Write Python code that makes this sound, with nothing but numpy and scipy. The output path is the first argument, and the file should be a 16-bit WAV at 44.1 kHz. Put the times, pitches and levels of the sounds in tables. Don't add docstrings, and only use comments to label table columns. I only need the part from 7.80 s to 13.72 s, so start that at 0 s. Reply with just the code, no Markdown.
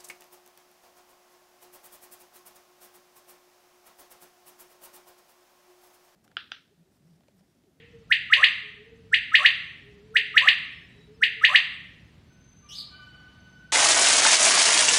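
import sys
import numpy as np
from scipy import signal
from scipy.fft import rfft, irfft, next_fast_len
from scipy.io import wavfile
from scipy.ndimage import uniform_filter1d, minimum_filter1d, map_coordinates

SR = 44100
rng = np.random.default_rng(int(sys.argv[2]) if len(sys.argv) > 2 else 0)


def bounce(signal):
    frames = np.transpose(np.atleast_2d(signal))
    limited = np.clip(frames, -1, 1)
    pcm = np.round(limited * 32767).astype(np.int16)
    wavfile.write(sys.argv[1], SR, pcm)


def rack_gain(trim_db):
    fader = np.asarray(trim_db, float)
    return 10 ** (fader / 20)


N = 261070
PRE = SR

# start_s, wait_to_second_note_s, wait_to_third_note_s, effort_db
QUAIL_PHRASES = [
    (-.704, .212, .105, 0),
    (.3153, .2115, .1053, 0),
    (1.334, .2107, .1065, 0),
    (2.3593, .2101, .1077, 0),
    (3.4272, .213, .1088, 0),
]
# time_from_note_s, pitch_hz, level_db
WHIP = [(-.009, 1410, -27.5), (-.004, 1610, -21.5), (.0013, 1820, -6.5), (.0045, 1895, -4.5),
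        (.0078, 2200, -7.5), (.0102, 2850, -4), (.0128, 4150, -15), (.0146, 4950, -26.5),
        (.0168, 5200, -62)]
# time_before_note_s, first_pitch_hz, last_pitch_hz, level_db
LEAD_INS = [
    (.024, 1395, 1385, -38),
    (.033, 1250, 1320, -32),
    (.068, 1080, 1320, -30),
]
NOTE_DB = [
    -3,
    0,
    0,
]
WHIP_TOP_DB = [
    -3.5,
    -1.5,
    .3,
]
HOARSENESS = [
    .003,
    .006,
    .038,
]
# multiple, level_db
WHISTLE_OVERTONES = [(2, -30), (3, -39), (4, -52)]
# time_from_note_s, pitch_hz, level_db
CROAK = [(-.07, 600, -80), (-.062, 620, -44), (-.045, 570, -47), (-.027, 640, -48), (-.015, 790, -39),
         (-.004, 820, -70)]
# delay_s, level_db
WALL_ECHOES = [(.0024, -6), (.0052, -9), (.008, -12), (.0118, -11), (.0185, -13), (.03, -16), (.044, -15)]
# frequency_hz, t60_s
YARD_DECAY = [(500, .55), (1400, .72), (2000, .76), (2700, .74), (4000, .66), (5200, .58), (7000, .4),
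              (12000, .2)]
# frequency_hz, level_db
ECHO_COLOUR = [(600, 1.5), (1200, -1.5), (1850, -4.5), (2600, .3), (3500, .3), (5050, .3), (5500, -6),
               (9000, -3)]
# start_s, length_s, pitch_hz, level_db
DOVE_COOS = [
    (-.3, .62, 435, -57),
    (.8, .6, 425, -56),
    (2.0, .6, 408, -54),
    (3.12, .52, 418, -57),
]
# frequency_hz, level_db_per_hz
TRAFFIC = [(15, -37), (35, -14), (60, -.5), (90, -2), (130, .5), (170, -1), (300, -11), (465, -18),
           (800, -25), (1340, -25.5), (2200, -25), (4500, -30), (7500, -41), (15600, -52)]
# start_s, length_s, pitch_hz, level_db, drift_db
PEEPS = [
    (3.06, .27, 3885, -67, -5),
    (2.82, .27, 5240, -74, -1),
    (3.32, .08, 5200, -75, 0),
]
# frequency_hz, level_db_per_hz
FRICTION = [(350, -20), (600, 3), (1500, -1.5), (2500, -2.5), (4000, -4), (5500, -12), (9000, -30)]
FRICTION_S = (4.1, 4.8, 4.95, 5.45, 5.95)
FRICTION_DB = (-80, -74, -66, -64, -71)
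# start_s, length_s, pitch_hz, level_db, drift_db
WHINES = [
    (4.44, .49, 6190, -73, 9),
    (5.56, .38, 6170, -72, -8),
]
# start_s, length_s, pitch_hz, level_db, drift_db
SQUEALS = [
    (4.46, .45, 1503, -71, -7),
    (4.81, .5, 1185, -63, 2),
    (5.3, .5, 1203, -65, -12),
    (5.09, .88, 1499, -54, -5),
]
# second_db, third_db
SQUEAL_OVERTONES_DB = [(-20, -25), (-9, -22), (-8, -20), (-5, -14)]
# time_s, pitch_hz, level_db
CHIRP = [(4.882, 2550, -80), (4.889, 2780, -47), (4.94, 3800, -42.5), (4.956, 4650, -39.5),
         (4.98, 4350, -38.5), (5.005, 4200, -39.5), (5.03, 3900, -57)]
# frequency_hz, level_db_per_hz
CHIRP_BREATH = [(4120, -34), (7000, -4), (7190, -8), (8050, -2), (13800, -13), (15600, -18)]
# frequency_hz, level_db_per_hz
TOP_BAND = [(3120, -39), (5300, -9), (6210, 2), (6790, -17), (7670, -1), (9960, -13), (11100, -29),
            (12200, -21), (13100, -19), (13300, -27), (14500, -22), (14700, -30), (15600, -24)]
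# slot, level_db, opens_at_db
TOP_TONES = [(6, -66, -26), (7, -70, -24), (8, -72, -20), (9, -67, -22), (10, -67, -20), (11, -72, -19)]


def along(points, hz):
    f, v = np.transpose(points)
    return np.interp(np.log(hz + 1), np.log(f + 1), v)


def unit(x):
    return x / np.sqrt(np.mean(x ** 2) + 1e-20)


def hiss(spectrum):
    m = next_fast_len(N)
    colour = rack_gain(along(spectrum, np.fft.rfftfreq(m, 1 / SR)))
    return unit(irfft(rfft(rng.standard_normal(m)) * colour, m)[:N])


def wobble(rate, n):
    knots = rng.standard_normal(size=800)
    return unit(map_coordinates(knots, [np.arange(n) * rate / SR]))


def columns(rows):
    s, *cols = np.transpose(rows)
    t = np.arange(s[0], s[-1], 1 / SR)
    return round(s[0] * SR), [np.interp(t, s, c) for c in cols]


def add(track, start, x):
    part = track[PRE + start:][:len(x)]
    part += x[:len(part)]


def whistle(hz, db, rough, rate):
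    turn = 2 * np.pi * np.cumsum(hz * (1 + rough * wobble(rate, len(hz)))) / SR
    return turn, rack_gain(db + 40 * rough * wobble(rate, len(hz)))


def lead_in(before_s, first_hz, last_hz, db):
    end_s, attack_s = -.013, .008
    risen_s = attack_s - before_s
    bend_s = -before_s + .6 * (before_s + end_s)
    return [(-before_s, .86 * first_hz, db - 40),
            (risen_s, first_hz, db - 3),
            (max(bend_s, risen_s + 1e-4), .75 * first_hz + .25 * last_hz, db),
            (end_s, last_hz, db - 1.5)]


def quail_note(lead, note_db, effort_db, top_db, shake):
    start, (hz, db) = columns(lead_in(*lead) + WHIP)
    db = db + note_db + effort_db + top_db * np.clip((hz - 2200) / 1800, 0, 1)
    rough = shake * np.clip((1400 - hz) / 150, 0, 1) + .003
    turn, gain = whistle(hz, db, rough, rate=250)
    tone = np.sin(turn)
    for multiple, level_db in WHISTLE_OVERTONES:
        tone = tone + rack_gain(level_db + note_db) * np.sin(round(multiple) * turn)
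    return start, gain * tone


def croak(air):
    start, (hz, db) = columns(CROAK)
    turn, gain = whistle(hz, db, rough=.06, rate=300)
    rasp = rack_gain(db - 11) * (1 + np.cos(turn)) * air[:len(db)]
    return start, gain * np.sin(turn) + rasp


def quail():
    out, air = np.zeros(PRE + N), hiss(TOP_BAND)
    for *waits, effort_db in QUAIL_PHRASES:
        times = np.cumsum(waits)
        notes = zip(times, LEAD_INS, NOTE_DB, WHIP_TOP_DB, HOARSENESS)
        for s, lead, note_db, top_db, shake in notes:
            start, note = quail_note(lead, note_db, effort_db, top_db, shake)
            add(out, start + round(s * SR), note)
        third = round(times[-1] * SR)
        start, low_voice = croak(air[abs(third):])
        add(out, start + third, low_voice)
    return out


def yard(x, direct_db, tail_db):
    hz, t, z = signal.stft(rng.standard_normal(SR), SR, nperseg=256)
    decay = rack_gain(-60 * t / along(YARD_DECAY, hz)[:, None])
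    tail = signal.istft(z * decay, SR, nperseg=256)[1][:SR]
    age = np.arange(SR) / SR
    build_up = 1 - np.exp(-(age / .005) ** 2)
    scatter = 1 + 1.9 * rack_gain(-60 * age / .15)
    tail *= build_up * scatter
    echoes = rack_gain(tail_db) * tail / np.linalg.norm(tail)
    for delay_s, db in WALL_ECHOES:
        echoes[round(delay_s * SR)] += rack_gain(direct_db + db)
    colour = rack_gain(along(ECHO_COLOUR, np.fft.rfftfreq(SR, 1 / SR)))
    echoes = irfft(rfft(echoes) * colour, SR) * (age < .9)
    return (rack_gain(direct_db) * x + signal.fftconvolve(x, echoes)[:len(x)])[PRE:]


def far_tones(tables, steady, rate):
    out = np.zeros(PRE + N)
    for rows in tables:
        start, (hz, *levels) = columns(rows)
        n = len(hz)
        turn = 2 * np.pi * np.cumsum(hz) / SR
        to_edge = np.minimum(np.arange(n), np.arange(n)[::-1])
        fade = np.minimum(1, to_edge / 900)
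        for multiple, db in enumerate(levels, 1):
            paths = steady + wobble(rate, n) + 1j * wobble(rate, n)
            tone = unit(np.imag(paths * np.exp(1j * multiple * turn)))
            add(out, start, fade * rack_gain(db + .7) * tone)
    return out


def coo(s, length, hz, db):
    crest, edge_db = .55, -9
    return [(s, hz, db + edge_db),
            (s + .6 * crest * length, hz, db - 1.5),
            (s + crest * length, 1.08 * hz, db),
            (s + .85 * length, 1.05 * hz, db - 2.5),
            (s + length, 1.05 * hz, db + edge_db)]


def dove():
    return far_tones([coo(*row) for row in DOVE_COOS], steady=1.1, rate=40)


def traffic():
    return rack_gain(-56 + .8 * wobble(3, N)) * hiss(TRAFFIC)


def held(s, length, hz, db, drift_db, overtones_db=()):
    onset_s, fade_s, hush_db = min(.05, length / 3), min(.04, length / 3), -20
    shape = [(0, hush_db, 0), (onset_s, 0, 0), (length - fade_s, 0, drift_db), (length, hush_db, drift_db)]
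    rows = []
    for t, edge_db, drift in shape:
        overtones = [db + edge_db + 2.6 * drift + o for o in overtones_db]
        rows.append((s + t, hz, db + edge_db + drift, *overtones))
    return rows


def peeps():
    return far_tones([held(*row) for row in PEEPS], steady=1.4, rate=65)


def metal():
    start, (friction_db,) = columns(list(zip(FRICTION_S, FRICTION_DB)))
    out = far_tones([held(*row) for row in WHINES], steady=.3, rate=130)
    squeals = [held(*row, overtones) for row, overtones in zip(SQUEALS, SQUEAL_OVERTONES_DB)]
    out += far_tones(squeals, steady=1.4, rate=65)
    add(out, start, rack_gain(friction_db) * hiss(FRICTION)[:len(friction_db)])
    return out


def chirp():
    out = np.zeros(PRE + N)
    start, (low_hz, low_db) = columns(CHIRP)
    age = np.arange(len(low_hz)) / SR
    low, low_gain = whistle(low_hz, low_db, rough=.04 + .45 * age, rate=1100)
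    high_hz = 5200 + 1500 * (1 - np.exp(-age / .05))
    high_db = low_db + 2.5 - 3200 * age ** 2
    high, high_gain = whistle(high_hz, high_db, rough=.06, rate=1600)
    breath = rack_gain(low_db - 17) * hiss(CHIRP_BREATH)[:len(low)]
    add(out, start, low_gain * np.sin(low) + high_gain * np.sin(high) + breath)
    return out


def scene():
    birds = yard(quail(), direct_db=-.5, tail_db=-5) + yard(chirp(), direct_db=-6, tail_db=.3)
    far = dove() + peeps() + metal()
    return (birds + far[PRE:] + traffic())[None]


def patchy(x, depth_db, masked_db):
    hz, t, z = signal.stft(x, SR, nperseg=512)

    def spread(tile):
        return np.kron(tile, np.ones((4, 4)))[:len(hz), :len(t)]

    power = np.pad(abs(z) ** 2, ((0, -len(hz) % 4), (0, -len(t) % 4)), "edge")
    tile_power = power.reshape(65, 4, -1, 4).mean(axis=(1, 3))
    tile_db = 10 * np.log10(tile_power + 1e-20)
    chance = rng.standard_normal(tile_db.shape)
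    loudest_near_db = -minimum_filter1d(-tile_db, size=5, axis=0)
    below_db = loudest_near_db - tile_db + 3 * chance
    band_hz = hz[:, None]
    crossover = (band_hz > 4700) & (band_hz < 7000)
    dropout_db = 25 * crossover / (1 + rack_gain(8 * (masked_db - spread(below_db))))
    gain_db = depth_db * spread(chance) * (band_hz > 5000) - dropout_db
    return signal.istft(z * rack_gain(gain_db), SR, nperseg=512)[1][:N]


def roll_off(x):
    return signal.sosfilt(signal.butter(12, 15710, fs=SR, output="sos"), x)


def record(dry):
    blocks = np.pad(3 * np.diff(dry[0]), (1, -N % 1024)).reshape(-1, 1024)
    loud_db = 10 * np.log10(np.mean(blocks ** 2, axis=1) + 1e-12)

    def per_sample(v):
        return uniform_filter1d(np.repeat(v, 1024)[:N], size=256)

    fill = rack_gain(.95 * per_sample(loud_db) - 39) * hiss(TOP_BAND)
    x = patchy(dry[0] + fill, depth_db=3.2, masked_db=14.5)
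    for slot, db, opens_db in TOP_TONES:
        chance_db = 4 * rng.standard_normal(len(loud_db))
        opening = 1 + rack_gain(4 * (opens_db + chance_db - loud_db))
        gate = per_sample(rack_gain(.4 * (loud_db + 18)) / opening)
        slot_hz = (round(slot) + 1 / 8) * SR / 32
        x += rack_gain(db) * gate * np.sin(2 * np.pi * slot_hz * np.arange(N) / SR)
    return roll_off(x[None])


dry = scene()
out = record(dry)
bounce(out)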